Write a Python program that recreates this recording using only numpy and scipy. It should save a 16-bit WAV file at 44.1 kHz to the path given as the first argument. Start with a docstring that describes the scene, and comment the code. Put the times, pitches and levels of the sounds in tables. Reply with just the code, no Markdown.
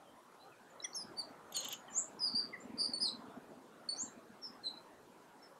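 """From the start lie a patchy hiss and far road roar, with a light wind bumping on the microphone.
Small birds soon call at the edge of a wood: faint far notes, chips, a falling slur, an arched whistle.
Near 1.5 s a bird leaves with six wing snaps, two to each wing cycle: noise puffs in feather resonances,
a whirr, short whistles. Then come risers from deep in the wood, chirps, buzzes, pulsed whistles and slurs,
all gliding near-sine tones; from the first note on, noise-built echoes smear them back from the trees."""
import sys
import numpy as np
from scipy import signal
from scipy.fft import rfft, irfft
from scipy.io import wavfile

SR = 44100
rng = np.random.default_rng(int(sys.argv[2]) if len(sys.argv) > 2 else 0)


def linear_from_db(decibels):
    """Turn decibels (scalar or array-like) into linear amplitude factors; 0 gives 1."""
    return 10 ** (np.asarray(decibels, float) / 20)


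def inscribe(sig):
    """Save sig as 16-bit PCM at rate SR to the path in sys.argv[1].

    A 1-D sig is mono; a 2-D sig holds one channel per row.
    Samples are clipped to [-1, 1] before scaling.
    """
    pcm = np.round(np.clip(np.atleast_2d(sig).T, -1, 1) * 32767)
    wavfile.write(sys.argv[1], SR, pcm.astype(np.int16))


N = 246519

# Gusts. Each row: time in seconds, then rumble on the microphone and far roar as relative levels in dB.
GUSTS = [(0.0, -72, -67), (0.4, -78, -66), (.8, -73, -65), (1.15, -59, -62), (1.43, -72, -63),
         (1.65, -70, -61.5), (2.3, -58, -63.5), (2.93, -57.5, -61), (3.4, -56, -63), (3.65, -62, -67.5),
         (4.02, -59, -63), (4.48, -65, -66), (4.79, -65, -64), (4.92, -78, -65), (5.1, -67, -67),
         (5.59, -72, -67)]
# Noise colours of roar, wind and hiss. Each row: frequency in Hz, relative level in dB.
ROAR_COLOUR = [(60, -20.5), (150, -7), (300, -1.5), (600, -0.5), (1000, -1), (1400, -5), (1900, -12),
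               (2600, -20), (4000, -25.5), (9000, -58)]
RUMBLE_COLOUR = [(30, -38), (60, -24), (120, -6), (220, 5.5), (290, 5), (450, 0.5), (800, -31.5),
                 (2500, -84)]
HISS_COLOUR = [(1200, -14.5), (2000, -13), (3000, -3.5), (5000, -5.5), (8000, -6), (12000, -9.5),
               (14500, -16.5), (16000, -18)]
HISS_DB, CUTOFF_HZ = -73.5, 15750
# The strongest wind bumps. Each row: time in seconds (8.4 ms ahead of the middle), relative level in dB.
STRONG_BUMPS = [(1.044, -42), (1.301, -43.5), (1.656, -46), (2.338, -32.5), (2.441, -40), (2.648, -37),
                (2.696, -37.5), (2.737, -34.5), (2.887, -35.5), (3.025, -38), (3.142, -39), (3.185, -40.5),
                (3.277, -41.5), (3.369, -36.5), (3.569, -44), (4.03, -38.5), (4.168, -44.5), (4.296, -45),
                (4.495, -45.5), (5.093, -48)]
BUMP_HZ, BUMP_SPREAD_HZ, SMALL_BUMPS_OVER_RUMBLE_DB = 244, 7, 11

# Faint notes of far birds. 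Each row: start in seconds, length in seconds, glide from Hz, glide to Hz,
# level at the loudest moment in dB rms, before the flicker of the air.
FAR_NOTES = [(.055, .05, 3200, 3060, -66), (.39, .07, 3900, 4200, -68), (.515, .035, 2700, 2300, -63),
             (.695, .04, 7300, 6700, -73), (1.17, .08, 7280, 7280, -73), (1.775, .045, 6900, 6800, -64),
             (1.898, .07, 7150, 7100, -55), (2.42, .04, 8200, 8550, -75), (2.59, .07, 7250, 7280, -68),
             (4.06, .025, 4150, 3900, -63), (4.762, .035, 4100, 4030, -57)]
# Short chips. Each row: start in seconds, length in seconds, glide from Hz, glide to Hz,
# level at the loudest moment in dB rms, before any flicker of the air.
CHIPS = [(.8, .008, 4300, 3750, -45), (.82, .022, 5450, 5300, -50), (.835, .033, 2250, 1850, -46),
         (.838, .024, 5700, 5950, -38), (.843, .018, 9180, 9160, -47), (.843, .016, 3400, 3350, -42),
         (.931, .007, 4600, 4600, -46), (.937, .01, 5000, 6400, -53), (.944, .022, 6450, 6300, -41),
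         (.948, .014, 12100, 11900, -62), (1.553, .055, 6900, 6550, -40), (1.877, .028, 3250, 2950, -57),
         (1.88, .035, 2000, 1660, -57), (2.19, .01, 5570, 5600, -51), (2.33, .015, 4530, 4650, -44),
         (2.527, .033, 2200, 1850, -42)]
# Smooth slurs that fall fast, then level off. Each row: start in seconds, length in seconds,
# glide from Hz, glide to Hz, loudest level in dB rms (before any flicker), swell in seconds, octave in dB.
SLURS = [(.95, .082, 6050, 4850, -42.5, .014, -8), (1.54, .058, 5000, 4100, -42, .015, -5),
         (4.415, .07, 5900, 5080, -45, .03, -29), (4.632, .065, 4400, 3950, -39, .03, -21),
         (5.41, .06, 5700, 5200, -61, .025, -40)]
# A clean arched whistle close by. Each row: start in seconds, length in seconds, glide from Hz,
# glide to Hz, level at the loudest moment in dB rms, swell in seconds, octave in dB.
ARCHES = [(1.162, .06, 4620, 4600, -38, .034, -13)]
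# Rising whistles from deep in the wood. Each row: start in seconds, length in seconds,
# glide from Hz, glide to Hz, level at the loudest moment in dB rms.
RISERS = [(1.93, .073, 5570, 8000, -34), (3.953, .082, 5300, 7500, -40)]
# Clear chirps ending in a downward hook. Each row: start in seconds, length in seconds, glide from Hz,
# glide to Hz, level at the loudest moment in dB rms, swell in seconds, octave in dB.
CHIRPS = [(2.192, .094, 5450, 4780, -34.5, .045, -20), (2.346, .056, 4450, 4880, -34, .006, -22)]
# Buzzy, strongly warbled chirps. Each row: start in seconds, length in seconds, glide from Hz,
# glide to Hz, level at the loudest moment in dB rms, swell in seconds, octave in dB.
BUZZES = [(2.772, .096, 4850, 4650, -36.5, .03, -14), (2.998, .052, 5150, 4650, -36, .02, -13),
          (3.044, .046, 4750, 3800, -38, .012, -14)]
# Level whistles in pulses. Each row: start in seconds, length in seconds, pitch in Hz, full level in dB rms.
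PULSED = [(2.933, .078, 4470, -32), (3.887, .082, 4470, -32)]
# Voices. Each holds: softening at the start in dB, softening at the end in dB, echo level in dB,
# warble as a share of pitch, scoop from below in Hz, closing downward hook in Hz,
# glide exponent (lower hurries), third harmonic in dB.
FAR_VOICE = (14, 10, -7, .011, 20, 20, .95, -60)
CHIP_VOICE = (18, 12, -11.5, .016, 100, 30, .95, -60)
SLUR_VOICE = (24, 8, -7.5, .013, 250, 20, .45, -45)
ARCH_VOICE = (30, 10, -13, .005, 350, 600, .9, -31)
RISER_VOICE = (32, 4, -7, .005, 20, 20, .9, -60)
CHIRP_VOICE = (22, 2.5, -4.5, .013, 250, 500, .35, -55)
BUZZ_VOICE = (24, 2.5, -1.2, .032, 400, 50, .75, -43)
PULSED_VOICE = (11, 11, -6, .002, 30, 50, .9, -57)
WARBLE_HZ, WOBBLE_HZ = 71.19, 119.34   # steady warble, chance wobble
SCOOP_S, HOOK_S = .006, .006
SWELL_CURVE = 1.7   # the swell starts steeply and flattens towards the peak
PULSE_HZ, PULSE_DB = 26.5, 11
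PULSED_SWELL_S, PULSED_OCTAVE_DB, PURE_OCTAVE_DB = .004, -11, -52
RISER_PEAK, CHIP_PEAK, FAR_PEAK = .7, .4, .45   # loudest moment as share of the length

# Echoes from the trees. Each row: low edge in Hz, high edge in Hz,
# 60 dB decay time in seconds before stretching, relative level in dB.
TREE_BANDS = [(980, 3000, 0.22, 1.5), (3000, 4080, .19, -3), (3900, 6280, 0.27, -1.5),
              (6250, 8300, 0.19, -1), (8364, 10800, 0.16, 0)]
# Dips in the echo tail. Each row: seconds after the call, spread in seconds, level change in dB.
ECHO_DIPS = [(0.038, 0.0387, 0), (.09, 0.017, -2.5), (.13, .015, -5)]
EDGE_S, EDGE_DB = .115, 7.5   # past the nearest row of trees the returns drop away

# Air whirring through the wings: start in seconds, rise in seconds, end in seconds, fall in seconds.
WHIRR_SPAN = (1.519, .03, 1.74, .045)
# Whirr bands. Each row: low edge in Hz, high edge in Hz.
WHIRR_BANDS = [(2717, 3766), (6340, 7580), (940, 6060)]
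# Low and high whirr. Each row: level in dB rms before throb and grain, throb swing in dB,
# time of a throb peak in seconds.
WHIRR_LEVELS = [(-55, 4.5, 1.566), (-54.5, 3.5, 1.58)]
WHIRR_EDGE_DB = 20
# Feather snaps, two to each wing cycle. Each row: time in seconds (2 ms after onset), relative level in dB.
WING_SNAPS = [(1.5234, -48), (1.5661, -38.5), (1.6052, -40), (1.6468, -45), (1.686, -39), (1.7268, -39)]
# What a snap rings with. Each row: mean frequency in Hz before chance shift,
# width of each of two filter passes in Hz, relative level in dB.
FEATHERS = [(3450, 485, 3.5), (6900, 516, 1.5), (7495, 450, 0), (8900, 1500, -28), (11570, 434, 0),
            (12600, 570, -6), (13500, 2500, -17), (14740, 600, -14.5)]
# Feather whistles after every other snap. Each row: seconds after it, from Hz, to Hz,
# length in seconds, level at the fullest in dB rms.
SNAP_WHISTLES = [(.019, 3850, 2800, .018, -49), (.045, 3200, 2950, .0115, -42)]


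def rms_one(x):
    """Scale to rms 1."""
    return x / np.sqrt(np.mean(x ** 2) + 1e-20)


def in_time(rows, t):
    """Each column joined by straight lines at the times t."""
    s, *columns = np.transpose(rows)
    return [np.interp(t, s, c) for c in columns]


def band(x, low_hz, high_hz):
    """Steep band-pass."""
    return signal.sosfilt(signal.butter(4, [low_hz, high_hz], "band", fs=SR, output="sos"), x)


def drift(rate_hz):
    """Slow chance of spread 1, drawn at every 20th sample."""
    r = np.exp(-40 * np.pi * rate_hz / SR)
    steps = N // 20 + 2
    slow = signal.lfilter([1], [1, -2 * r, r * r], rng.standard_normal(2 * steps))[steps:]
    return np.interp(np.arange(N) / 20, np.arange(steps), rms_one(slow))


def coloured(spectrum, patchy_db, rate_hz):
    """Noise of rms 1 with the given spectrum; each narrow band swells and sinks on its own."""
    hz = np.maximum(np.arange(N // 2 + 1) * SR / N, 1)
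    point_hz, point_db = np.transpose(spectrum)
    shape = linear_from_db(np.interp(np.log(hz), np.log(point_hz), point_db))
    noise = rfft(rng.standard_normal(N)) * shape
    place = np.clip(3 * np.log2(hz / 125) + hz / 800, 0, 41)   # position along 42 overlapping bands
    total = np.zeros(N)
    for k in range(42):
        part = irfft(noise * np.clip(1 - abs(place - k), 0, 1), N)
        total += linear_from_db(patchy_db * drift(rate_hz)) * part
    return rms_one(total)


def add(track, sound, s):
    """Mix a sound in at time s."""
    i = round(s * SR)
    track[i:i + len(sound)] += sound[:N - i]


def hiss():
    """Patchy hiss: coloured noise whose narrow bands swell and sink, each on its own."""
    return linear_from_db(HISS_DB) * coloured(HISS_COLOUR, patchy_db=2.1, rate_hz=18)


def road_roar(roar_db):
    """Far road noise: patchy low-weighted noise with a slowly changing level."""
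    return linear_from_db(roar_db + 5.5627) * coloured(ROAR_COLOUR, patchy_db=3.5, rate_hz=6.84)


def wind_rumble(rumble_db):
    """Lumpy low noise of wind on the microphone."""
    return linear_from_db(rumble_db - 2.5 + 2.2 * drift(15)) * coloured(RUMBLE_COLOUR, patchy_db=1.5, rate_hz=10)


def wind_bumps(rumble_db):
    """Eddies push the membrane for a few cycles, a deeper thud under them; small ones come at random."""
    out = np.zeros(N)
    t = np.arange(-SR // 20, SR // 20) / SR
    when, size = rng.random((14, 2)).T
    at = ((.02 + .96 * when) * N).astype(int)
    small = list(zip(at / SR, rumble_db[at] + SMALL_BUMPS_OVER_RUMBLE_DB - 8.0 * size))
    bumps = STRONG_BUMPS + small
    chances = rng.standard_normal((len(bumps), 2))
    for (s, db), (turn, off) in zip(bumps, chances):
        hz = BUMP_HZ + BUMP_SPREAD_HZ * off
        push = np.sin(2 * np.pi * (hz * t + turn))
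        thud = linear_from_db(-16.0) * np.sin(2 * np.pi * (0.476 * hz * t + turn))
        bell = np.exp(-.5 * (t / 0.00482) ** 2)
        add(out, linear_from_db(db - 6.0) * bell * (push + thud), s + 0.008385 + t[0])
    return out


def songbook():
    """Every note as (s, length, from Hz, to Hz, dB, swell s, octave dB, voice, pulse depth dB, deep)."""
    notes = []
    for rows, peak, voice, deep in [(FAR_NOTES, FAR_PEAK, FAR_VOICE, 0), (CHIPS, CHIP_PEAK, CHIP_VOICE, 0),
                                    (RISERS, RISER_PEAK, RISER_VOICE, 1)]:
        notes += [(*row, peak * row[1], PURE_OCTAVE_DB, voice, 0, deep) for row in rows]
    for rows, voice in [(SLURS, SLUR_VOICE), (ARCHES, ARCH_VOICE), (CHIRPS, CHIRP_VOICE), (BUZZES, BUZZ_VOICE)]:
        notes += [(*row, voice, 0, 0) for row in rows]
    for s, length, hz, db in PULSED:
        notes.append((s, length, hz, hz, db, PULSED_SWELL_S, PULSED_OCTAVE_DB, PULSED_VOICE, PULSE_DB, 0))
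    return notes


def birds():
    """Gliding near-sine whistles, weak overtones: the direct sound, and sends to the wood's edge and depth."""
    near, far, air = np.zeros(N), np.zeros((2, N)), drift(55)
    wobble = 0.45 * drift(WOBBLE_HZ)
    for s, length, from_hz, to_hz, db, swell, octave_db, voice, pulse_db, deep in songbook():
        start_db, end_db, echo_db, depth, scoop_hz, hook_hz, haste, third_db = voice
        t = np.arange(round(length * SR)) / SR
        at = round(s * SR) + np.arange(len(t))

        hz = from_hz + (to_hz - from_hz) * (t / length) ** haste
        hz = hz - scoop_hz * np.exp(-t / SCOOP_S) - hook_hz * np.exp((t - length) / HOOK_S)
        warble = wobble[at] - np.cos(2 * np.pi * WARBLE_HZ * t)   # the steady part starts afresh each note
        phase = 2 * np.pi * np.cumsum(hz * (1 + depth * warble)) / SR

        level_db = db - start_db * np.clip(1 - t / swell, 0, 1) ** SWELL_CURVE
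        level_db = level_db - np.interp(t, [swell, length], [0, end_db])
        level_db = level_db - pulse_db * np.sin(np.pi * PULSE_HZ * (t - 2 * swell)) ** 2

        softer_db = .3 * (level_db - db)   # overtones fade first as the voice softens
        # overtones that would pass half the sample rate are left out
        octave = linear_from_db(octave_db + softer_db) * np.sin(2 * phase) * (2 * hz.max() < SR / 2)
        third = linear_from_db(third_db + 2 * softer_db) * np.sin(3 * phase) * (3 * hz.max() < SR / 2)
        tone = np.sin(phase) + octave + third
        edges = np.sin(np.pi / 2 * np.clip(np.minimum(t, length - t) / .0025, 0, 1)) ** 2
        flicker_db = np.clip(-.2 * (db + 48), 0, 5) * air[at]   # faint, far voices flicker in the air
        near[at] += np.sqrt(2) * linear_from_db(level_db + flicker_db) * edges * tone
        far[deep, at] += np.sqrt(2) * linear_from_db(level_db + echo_db) * edges * tone
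    return near, far


def trees(x, stretch):
    """Countless small returns from trunks and leaves: noise that dies band by band, with thinner stretches."""
    t = np.arange(SR // 2) / SR
    noise = rng.standard_normal(len(t))
    tail = np.zeros(len(t))
    for low, high, t60, db in TREE_BANDS:
        tail += linear_from_db(db - 60 * t / (t60 * stretch)) * band(noise, low, high)
    dips_db = sum(db * np.exp(-.5 * ((t - s) / spread) ** 2) for s, spread, db in ECHO_DIPS)
    tail = tail * linear_from_db(dips_db) * np.clip(t / 0.0021, 0, 1)
    tail = tail * linear_from_db(-EDGE_DB / (1 + np.exp((EDGE_S - t) / .008)))
    shimmer = 1 + 0.5 * drift(110)   # moving leaves: a quick level flutter smears the pitch
    return signal.fftconvolve(x * shimmer, tail * linear_from_db(-27.5))[:N]


def whirr():
    """Grainy air noise in three bands while the wings beat, throbbing once per pair of snaps."""
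    t, out = np.arange(N) / SR, np.zeros(N)
    start, rise, end, fall = WHIRR_SPAN
    pair = 2 * np.mean(np.diff([s for s, _ in WING_SNAPS]))
    edge_db = -WHIRR_EDGE_DB * np.interp(t, [start, start + rise, end, end + fall], [1, 0, 0, 1])
    low_db, high_db = [db + edge_db + throb_db * np.cos(2 * np.pi * (t - s) / pair)
                       for db, throb_db, s in WHIRR_LEVELS]
    for level_db, (low, high) in zip([low_db, high_db, low_db - 4.5], WHIRR_BANDS):
        grain_db = 2.5 * drift(100)
        out += linear_from_db(level_db + grain_db) * rms_one(band(rng.standard_normal(N), low, high))
    return out * (t > start) * (t < end + fall)


def feather_snaps():
    """Noise puffs of a few milliseconds, each driving the feather resonances."""
    out = np.zeros(N)
    after = np.arange(SR // 12) / SR
    decay = np.exp(-after / 0.00268) + 0.072 * np.exp(-after / 0.0094)
    puff = np.clip(after / 0.00244, 0, 1) * decay
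    for s, db in WING_SNAPS:
        for hz, width_hz, mode_db in FEATHERS:   # every snap strikes each resonance a little differently
            r = np.exp(-np.pi * width_hz / SR)
            shift, strength_db = rng.normal(1, 0.022), rng.normal(-.5, 3.5)
            poles = [1, -2 * r * np.cos(2 * np.pi * hz * shift / SR), r * r]
            zeros = np.array([1, 0, -1]) * (1 - r * r) / 2
            once = signal.lfilter(zeros, poles, puff * rng.standard_normal(len(puff)))
            snap = signal.lfilter(zeros, poles, once)
            add(out, linear_from_db(db + mode_db + strength_db + 18.0) * snap, s - .002)
    return out


def feather_whistles():
    """Short falling sine glides after every other snap."""
    out = np.zeros(N)
    for s, _ in WING_SNAPS[::2]:
        for lag, from_hz, to_hz, length, db in SNAP_WHISTLES:
            glide = np.linspace(from_hz, to_hz, round(length * SR))
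            swell = np.hanning(len(glide)) ** .5
            tone = np.sin(2 * np.pi * np.cumsum(glide) / SR)
            add(out, np.sqrt(2) * linear_from_db(db) * swell * tone, s + lag)
    return out


def scene():
    """Birds, wings and their echoes over roar and wind."""
    rumble_db, roar_db = in_time(GUSTS, np.arange(N) / SR)
    wind = wind_rumble(rumble_db) + wind_bumps(rumble_db)
    near, far = birds()
    flight = whirr() + feather_snaps() + feather_whistles()
    edge_echo = trees(far[0] + linear_from_db(-13.5) * flight, stretch=1.1)
    deep_echo = linear_from_db(4.0) * trees(far[1], stretch=1.5)
    return (near + flight + edge_echo + deep_echo + road_roar(roar_db) + wind)[None]


def band_limit(x):
    """A steep low-pass at the top of the band."""
    return signal.sosfilt(signal.butter(12, 16400, fs=SR, output="sos"), x)


def record(dry):
    """Add the patchy hiss and cut the top steeply."""
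    hissy = dry + hiss()
    top_cut = signal.ellip(12, .5, 70, CUTOFF_HZ, fs=SR, output="sos")
    mix = signal.sosfilt(top_cut, hissy)
    return band_limit(mix)


dry = scene()
out = record(dry)
inscribe(out)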